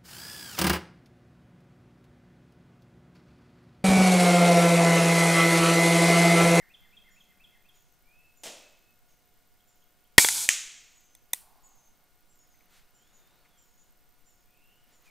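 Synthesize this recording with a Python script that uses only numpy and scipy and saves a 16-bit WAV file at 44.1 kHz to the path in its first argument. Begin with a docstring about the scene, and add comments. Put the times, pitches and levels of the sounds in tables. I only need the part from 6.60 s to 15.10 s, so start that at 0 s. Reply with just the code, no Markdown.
"""Air rifle in a meadow

Small birds sing over a faint breeze and the whine of an electronic sight; another shot sounds far off.
The rifle's sudden release of air overloads the microphone on the sight, and impacts ring the modes of
the action. Hiss trails the receding pellet, whose sharp hit reverberates round the field.
Steel parts click, and distant trees reflect the shot as a soft wash."""
import sys
import numpy as np
from scipy import signal
from scipy.fft import rfft, irfft, next_fast_len
from scipy.io import wavfile
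from scipy.ndimage import map_coordinates

SR = 44100
rng = np.random.default_rng(int(sys.argv[2]) if len(sys.argv) > 2 else 0)


def output_pcm(signal):
    """Save a mono or channel-first signal as 16-bit PCM at the path in sys.argv[1].

    Samples are clipped to [-1, 1] before scaling.
    """
    pcm = np.clip(np.atleast_2d(signal).T, -1, 1) * 32767
    wavfile.write(sys.argv[1], SR, np.round(pcm).astype(np.int16))


N = 374850
T = np.arange(N) / SR
AGE = np.arange(SR) / SR  # t/s since an onset, one second long


def amp(db):
    """Amplitude ratio: tenfold for every 20 dB."""
    return 10 ** (np.asarray(db) / 20)


def unit(x):
    """Normalisation to rms 1."""
    return x / np.sqrt(np.mean(x ** 2) + 1e-20)


def along(points, hz):
    """Interpolation of (f/Hz, value) points on a logarithmic frequency axis."""
    f, v = np.transpose(points)
    return np.interp(np.log(hz + 1), np.log(f + 1), v)


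def at(s, x):
    """Pure delay: x begins at time s."""
    return np.pad(x, (round(s * SR), N))[:N]


def wobble(rate):
    """Smooth random modulation: a spline through rate knots a second."""
    return map_coordinates(rng.standard_normal(int(N * rate / SR) + 4), [T * rate / SR])


def swells(rows):
    """Gaussian envelopes summed from rows of t/s, half-width/s, level/dB."""
    return sum(amp(db) * np.exp(-((T - s) / half) ** 2) for s, half, db in rows)


def burst(t60, rise=.0003, hold=0):
    """Transient envelope: a rise, a hold, then exponential decay by 60 dB in t60 seconds."""
    return (1 - np.exp(-AGE / rise)) * amp(-60 * np.maximum(AGE - hold, 0) / t60)


def filtered(x, response):
    """Linear filtering: the spectrum of x times a frequency response."""
    n = x.shape[-1]
    size = next_fast_len(n + SR // 10, real=True)
    return irfft(rfft(x, size) * response(np.fft.rfftfreq(size, 1 / SR)), size)[..., :n]


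def noise(spectrum, size=N, tilt_db=0):
    """Spectral shaping: noise of rms 1 from (f/Hz, relative level/dB) points and a tilt per octave."""
    response = lambda hz: amp(along(spectrum, hz) + tilt_db * np.log2(hz / 1000 + 1))
    return unit(filtered(rng.standard_normal(size), response))


def glide(length, first_hz, middle_hz, last_hz, db):
    """Frequency and amplitude modulation: a parabola through three pitches, a half-sine envelope."""
    u = AGE[AGE < length] / length
    hz = np.polyval(np.polyfit([0, .5, 1], [first_hz, middle_hz, last_hz], 2), u)
    return hz, amp(db) * np.sin(np.pi * u)


def add_tone(track, s, hz, gain, waver):
    """Phase integrates frequency: a tone is added at time s, made hoarse by fast random modulation."""
    age = np.arange(len(hz))
    jitter = np.interp(age / SR, np.arange(600) / 600, rng.standard_normal(600))
    tone = np.sqrt(2) * gain * np.sin(2 * np.pi * np.cumsum(hz * (1 + waver * jitter)) / SR)
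    i = round(s * SR) + age
    inside = (i >= 0) & (i < N)
    track[i[inside]] += tone[inside]


def outdoors(x, wet_db, t60):
    """Diffuse reflection from grass and trees: x plus its convolution with decaying noise."""
    tail = rng.standard_normal(SR) * burst(t60, rise=.0073)
    return x + amp(wet_db) * signal.oaconvolve(x, tail / np.linalg.norm(tail))[:N]


def strike(modes, db, tilt_db, struck_hz, accent_db, rattle_t60):
    """Modal superposition: an impulse and its chatter excite resonances, accented near struck_hz."""
    chatter = (burst(rattle_t60) * rng.standard_normal(SR))[:SR // 10]
    force = signal.unit_impulse(len(chatter)) + .6 * chatter / np.linalg.norm(chatter)
    accent = lambda f: accent_db * np.exp(-(np.log2(f / struck_hz) / .2) ** 2)
    gain = lambda f, level: amp(level + tilt_db * np.log2(f / 1000 + 1) + accent(f))
    # neighbouring modes swing in antiphase
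    body = lambda hz: sum((-1) ** k * gain(f, level) * 1j * hz * bw / (f * f - hz ** 2 + 1j * hz * bw)
                          for k, (f, bw, level) in enumerate(modes))
    ring = filtered(force, body)
    return amp(db) * ring / np.linalg.norm(ring) * np.sqrt(SR * .003)  # the energy of 3 ms at this level


# still air: f/Hz, relative level/dB
AIR_SPECTRUM = [(20, -2.5), (60, -7.5), (150, -8.5), (400, -14), (800, -16.5), (1500, -20), (3000, -21.5),
                (7000, -23.5), (12000, -25), (15500, -22.5)]
# likeness of the air at left and right: f/Hz, correlation
AIR_CORRELATION = [(60, 0.03), (180, 0.4), (550, 0.85), (1650, 0.87), (4970, 0.76), (15000, 0.59)]
# gusts: t/s, half-width/s, level/dB
BREEZE_GUSTS = [(.05, .6, -76), (6.15, .2, -76), (6.7, .28, -73), (8.45, .22, -75)]


def meadow():
    """Partial coherence: still air differs left and right, under rumble, breeze and a brief low drone."""
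    angle = lambda hz: np.arccos(np.clip(along(AIR_CORRELATION, hz), -1, 1)) / 2
    mid = filtered(noise(AIR_SPECTRUM), lambda hz: np.cos(angle(hz)))
    side = filtered(noise(AIR_SPECTRUM), lambda hz: np.sin(angle(hz)))
    deep = [(3, 0), (15, -2.5), (35, -17), (90, -35.5), (400, -80)]
    rumble = amp(-70 + 2 * wobble(4)) * np.array([noise(deep), noise(deep)])
    wind = (amp(-80) + swells(BREEZE_GUSTS)) * amp(wobble(6))
    breeze = wind * noise([(60, -7), (180, -1), (300, -2), (1400, -.5), (4000, -9), (14000, -22.5)])
    drone = swells([(.6, .42, -77.5)]) * noise([(100, -40), (170, -12), (195, 0), (225, -14), (500, -60)])
    return amp(-67.5) * np.array([mid + side, mid - side]) + rumble + breeze + drone


# harmonics of the whine, fundamental first: level/dB
WHINE_HARMONICS = [-82, -83.5, -87, -91]


def electronics(whine_hz=720, frame_hz=60, skip_share=.25, pip_width_s=.0009):
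    """Harmonic series and pulse train: the sight whines steadily and pips on most of its frames."""
    whine = np.zeros(N)
    for k, db in enumerate(WHINE_HARMONICS, 1):
        phase = 2 * np.pi * (k * whine_hz * T + rng.random()) + .15 * k * wobble(3)
        whine += np.sqrt(2) * amp(db) * np.sin(phase)
    frame, part = np.divmod(T * frame_hz, 1)
    present = (rng.random(int(frame[-1]) + 1) > skip_share)[frame.astype(int)]
    pips = present * np.exp(-((part - .5) / frame_hz / pip_width_s) ** 2)
    band = [(12000, -60), (13300, -14), (13700, 0), (14050, 0), (14600, -22), (15050, -9), (15600, -30)]
    return whine + amp(-63) * pips * noise(band)


# notes of a phrase: delay/s, duration/s, first f/Hz, middle f/Hz, last f/Hz, relative level/dB
SONG_NOTES = [(.002, .038, 2200, 2600, 2720, -2), (.047, .023, 3700, 3270, 3130, 3.5),
              (.118, .074, 1900, 2070, 1320, -6)]
# phrases: t/s, level/dB
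SONG_PHRASES = [(-.145, -55.5), (.090, -59.5), (.318, -59), (.553, -61.5), (.790, -62), (1.038, -65.5)]
# faint rising peeps: t/s, level/dB
SONG_PEEPS = [(2.996, -71), (3.218, -71), (3.446, -73)]


def songbird(scatter_db=1.2):
    """Frequency glides: a rising note, a flick and an arch, four times a second; later a few peeps."""
    song = np.zeros(N)
    for s, db in SONG_PHRASES:
        for delay, *shape, note_db in SONG_NOTES if s < 1 else SONG_NOTES[:2]:  # last phrase breaks off
            add_tone(song, s + delay, *glide(*shape, db + note_db + rng.normal(0, scatter_db)), waver=.02)
    for s, db in SONG_PEEPS:
        add_tone(song, s, *glide(.018, 2700, 3200, 3450, db), waver=.006)
    return outdoors(song, wet_db=-1.5, t60=.65)


# thin bird calls: t/s, peak f/Hz, duration/s, relative level/dB, frequency ratio of the second voice
HIGH_CALLS = [(.5, 7050, .16, -62.5, .8), (1.138, 6950, .21, -63.5, .86), (1.758, 7200, .13, -62, .84),
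              (2.475, 6650, .16, -68, .85), (3.067, 7270, .19, -65, .79), (4.341, 6880, .26, -57.5, 1.16),
              (5.025, 7000, .28, -55.5, 1.12), (5.685, 7510, .11, -65, .78), (5.785, 6850, .075, -61, .8),
              (5.895, 6600, .14, -66, .76), (6.336, 7350, .19, -62.5, .79), (6.53, 7000, .065, -60.5, .88),
              (6.968, 7330, .2, -61, .8), (7.175, 7050, .065, -61.5, .88), (7.65, 7250, .2, -62, .8),
              (8.316, 7130, .17, -64.5, .8)]


def high_calls(peak_s=.027, width_s=.032, drop_share=.08, drop_db=11, sag_hz_per_s=500):
    """Biphonation: both sides of the syrinx sing a hoarse arch that drops to a softer, sinking trail."""
    calls = np.zeros(N)
    for s, peak_hz, length, db, ratio in HIGH_CALLS:
        t = AGE[AGE < length]
        below_peak = 1 - np.exp(-((t - peak_s) / width_s) ** 2)
        hz = peak_hz * (1 - drop_share * below_peak) - sag_hz_per_s * (t - peak_s)
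        gain = amp(db - drop_db * below_peak) * signal.windows.tukey(len(t), .15)
        add_tone(calls, s, hz, gain, waver=.027)
        add_tone(calls, s, ratio * hz, amp(-9) * gain, waver=.02)
    return amp(-6) * outdoors(calls * amp(2 * wobble(30)), wet_db=-1, t60=.4)


# strokes of cloth: t/s, half-width/s, level/dB
SLEEVE_RUSTLES = [(1.163, .04, -71), (2.513, 0.034, -73.5), (6.163, 0.055, -62), (8.327, .04, -71),
                  (8.47, .03, -65.5)]


def sleeve():
    """Friction noise: a sleeve brushes the stock."""
    return swells(SLEEVE_RUSTLES) * noise([(200, -11), (2000, 5), (7000, -.5), (14000, -9)])


# whistles: t/s, duration/s, first f/Hz, middle f/Hz, last f/Hz, relative level/dB, fractional waver
BIRD_WHISTLES = [(1.41, .36, 2100, 2590, 2500, -64.5, .018), (1.99, .12, 2550, 2600, 2570, -62, .018),
                 (2.2, .14, 2540, 2600, 2560, -71.5, .018), (6.3, .28, 2800, 3300, 4150, -75, .007),
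                 (6.53, .27, 4050, 3580, 4400, -74.5, .007), (6.76, .1, 4100, 4430, 4200, -77, .007),
                 (6.85, .2, 3700, 3300, 3020, -75.5, .007), (7.83, .5, 2270, 2780, 2950, -70.5, .055),
                 (8.44, .1, 2650, 2300, 1900, -64, .025)]


def distant_birds():
    """Slow frequency modulation: gliding whistles, clear or hoarse according to their waver."""
    song = np.zeros(N)
    for s, *note, waver in BIRD_WHISTLES:
        add_tone(song, s, *glide(*note), waver)
    return amp(-3) * outdoors(song, wet_db=-1.5, t60=.5)


# reverberation time of the field: f/Hz, T60/s
FIELD_DECAY = [(200, .75), (1000, 0.79), (2500, .8), (7000, 0.66), (10000, .5), (15000, 0.35)]


def field_decay(x, linger=1):
    """Frequency-dependent damping: each band of x dies away in linger times the field's T60."""
    hz, t, spectra = signal.stft(x, SR, nperseg=256)
    t60 = linger * along(FIELD_DECAY, hz)[:, None]
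    return signal.istft(spectra * amp(-60 * t / t60), SR, nperseg=256)[1][:SR]


# a distant report and its hit: t/s, relative level/dB, tilt/(dB per octave)
FAR_REPORTS = [(1.8345, -39.5, 3), (1.8565, -40, 0.5)]
# their spectrum: f/Hz, relative level/dB
FAR_SPECTRUM = [(59, -51), (100, -15), (196, -15), (243, -5.5), (394, -9), (614, 0.5), (774, -7.5),
                (1260, -15), (3050, -9), (4460, -12.5), (7100, -11), (15500, -29)]


def far_shot():
    """Reverberant field: a shot and its hit, so far off that they are nearly all echo."""
    envelope = amp(-4) + amp(-10.5) * burst(t60=.36)
    return sum(at(s, amp(db) * envelope * field_decay(noise(FAR_SPECTRUM, SR, tilt)))
               for s, db, tilt in FAR_REPORTS)


SHOT_S = 3.5802  # the air leaves the muzzle
# the blast: f/Hz, relative level/dB
BLAST_SPECTRUM = [(25, -13.5), (60, -6), (150, -5), (500, -2), (1200, -7), (2000, 0), (3400, -3),
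                  (6000, -2), (9000, -7), (15500, -12.5)]


def muzzle_blast():
    """Sudden expansion: released air makes a puff of noise and a low pressure pulse."""
    puff = amp(1) * np.exp(-((AGE - .0026) / .0018) ** 2) + amp(-14) * burst(t60=.053, rise=.002)
    u = AGE / .0022
    thump = amp(-21) * (1 - u) * np.exp(-u)  # compression, then rarefaction
    return at(SHOT_S, puff * noise(BLAST_SPECTRUM, SR)) + at(3.5832, thump)


# rushing air: f/Hz, relative level/dB
HISS_SPECTRUM = [(47, -54.5), (80, -26.5), (594, -28.5), (884, -15), (1260, -24.5), (1400, -14.5),
                 (1910, -19.5), (2280, -5), (2780, -16.5), (3540, -9.5), (5270, -7), (7490, -1),
                 (12200, -6), (15500, -15)]


def jet_and_flight(halving_s=.2):
    """Flow noise: the air jet hisses, and the pellet's duller hiss falls inversely with distance."""
    jet = amp(-20) * burst(t60=.26, hold=.046) * noise(HISS_SPECTRUM, SR)
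    dulling = [(300, 3), (1600, .5), (2300, -6), (3000, 1), (5000, -.5), (9000, -2), (15000, -7)]
    dull_hiss = unit(filtered(noise(HISS_SPECTRUM, SR), lambda hz: amp(along(dulling, hz))))
    distance = 1 + AGE / halving_s
    flight = amp(-23) / distance * burst(t60=.24, hold=.265) * dull_hiss  # held nearly until the hit
    return at(SHOT_S, jet + flight)


# impacts in the action: t/s, level/dB, tilt/(dB per octave), accented f/Hz
ACTION_BLOWS = [(3.5826, 2, -2, 1950), (3.5955, -19, 1, 2800), (3.6465, -15.5, -2, 3450),
                (3.6869, -16, 7, 1950)]
# modes of the action: f/Hz, bandwidth/Hz, relative level/dB
ACTION_MODES = [(112, 200, -14), (420, 300, -8), (680, 130, -6), (940, 170, 0), (1400, 260, -4),
                (1950, 220, 4), (2190, 140, 2), (2400, 140, -2), (3340, 130, 1), (3500, 170, 0),
                (5000, 600, -6), (6300, 630, -6), (8730, 340, -3), (9700, 320, -4)]
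# lightly damped steel parts: f/Hz, level/dB, T60/s
RINGING_MODES = [(2309, -21, .2), (6360, -32, .4), (6610, -29, .35), (7790, -29, .35)]


def rifle_action():
    """Free vibration: impacts rattle the action, and steel parts ring on after the shot."""
    blows = sum(at(s, strike(ACTION_MODES, db, tilt, hz, accent_db=8, rattle_t60=.014))
                for s, db, tilt, hz in ACTION_BLOWS)
    ring = sum(amp(db) * burst(t60) * np.sin(2 * np.pi * hz * AGE) for hz, db, t60 in RINGING_MODES)
    return blows + at(SHOT_S, ring)


# hard contacts of the pellet: t/s, level/dB, T60/s
HIT_CONTACTS = [(3.8898, 1, 0.0072), (3.8910, -7, 0.00405), (3.8923, -24, .015)]
# the direct crack: f/Hz, relative level/dB
CRACK_SPECTRUM = [(47, -47), (80, -36), (884, -36), (1850, -3), (3620, -12), (4410, -10), (4930, -21),
                  (6420, -4), (8550, 0), (11400, -27.5), (14500, -19), (15500, -33)]
# its echo: f/Hz, relative level/dB
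HIT_ECHO_SPECTRUM = [(88, -61.5), (150, -31), (618, -26), (766, -25), (985, -22), (1040, -21), (2140, -5),
                     (3040, -5), (4840, -8), (6860, 1.5), (10500, -13.5), (14300, -20.5), (15500, -25)]


def pellet_hit(echo_s=3.892):
    """Backscattering: a hard double crack returns from the near grass, then from the whole field."""
    crack = sum(at(s, amp(db) * burst(t60, rise=.0001) * noise(CRACK_SPECTRUM, SR))
                for s, db, t60 in HIT_CONTACTS)
    echo = field_decay(noise(HIT_ECHO_SPECTRUM, SR), linger=1.18)
    near_grass = amp(-27) * burst(t60=.4, rise=.007)
    return crack + at(echo_s, echo * (amp(-31) + near_grass))


# clicks: t/s, level/dB, tilt/(dB per octave), accented f/Hz
STEEL_CLICKS = [(4.5510, -49, -1, 4800), (4.7321, -36, 3, 3500), (4.7338, -19.5, 0, 5900),
                (4.7349, -24, 0.5, 2200), (4.7455, -39, 1, 9000)]
# modes of the mechanism: f/Hz, bandwidth/Hz, relative level/dB
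STEEL_MODES = [(620, 460, -10), (970, 200, -7), (1953, 120, 2), (2450, 210, -4), (3350, 110, -3),
               (3560, 180, 4), (4140, 250, -6), (5150, 270, -6.5), (6000, 250, -1), (6900, 600, 0.5),
               (8300, 400, 5), (8970, 400, 5), (9950, 600, 0), (11400, 800, -3.5), (12700, 450, 3),
               (13900, 700, 2.5)]


def mechanism():
    """Impact excitation: steel parts click, and the grass scatters the sound."""
    clicks = sum(at(s, strike(STEEL_MODES, db, tilt, hz, accent_db=8.5, rattle_t60=.012))
                 for s, db, tilt, hz in STEEL_CLICKS)
    scatter = noise([(500, -22), (2000, -8), (6500, -7), (9000, 0), (15000, -5)], SR)
    return clicks + at(4.738, amp(-45) * burst(t60=.38, rise=.004) * scatter)


# echo from the trees: f/Hz, relative level/dB
TREE_SPECTRUM = [(150, -25), (550, -15), (730, 0), (1080, -3), (1350, -14), (3000, -26), (4400, -17),
                 (6000, -24), (14000, -27)]


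def tree_echo():
    """Delayed diffuse reflection: distant trees return the shot as a soft, hollow wash."""
    return at(4.745, amp(-53) * burst(t60=1.55, rise=.3) * noise(TREE_SPECTRUM, SR))


# soft taps: t/s, level/dB
STOCK_TAPS = [(5.941, -64), (6.005, -63), (6.85, -57)]


def finger_taps():
    """Damped resonance: fingers tap the stock, which sounds briefly in a narrow band."""
    band = [(1400, -25), (2000, 0), (2250, 0), (2800, -20), (9000, -35)]
    return sum(at(s, amp(db) * burst(t60=.054, rise=.002) * noise(band, SR)) for s, db in STOCK_TAPS)


def scene():
    """Superposition at the microphone: all is centred except the meadow's air and rumble."""
    background = meadow() + electronics()
    birds = songbird() + high_calls() + distant_birds()
    shots = far_shot() + muzzle_blast() + jet_and_flight() + rifle_action() + pellet_hit() + tree_echo()
    handling = sleeve() + mechanism() + finger_taps()
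    return background + birds + shots + handling


def record(dry, cutoff_hz=15650):
    """Overload and band limiting: the input clips at full scale, then meets a steep low-pass filter."""
    return filtered(np.clip(dry, -1, 1), lambda hz: 1 / (1 + (hz / cutoff_hz) ** 200))


dry = scene()
out = record(dry)
output_pcm(out)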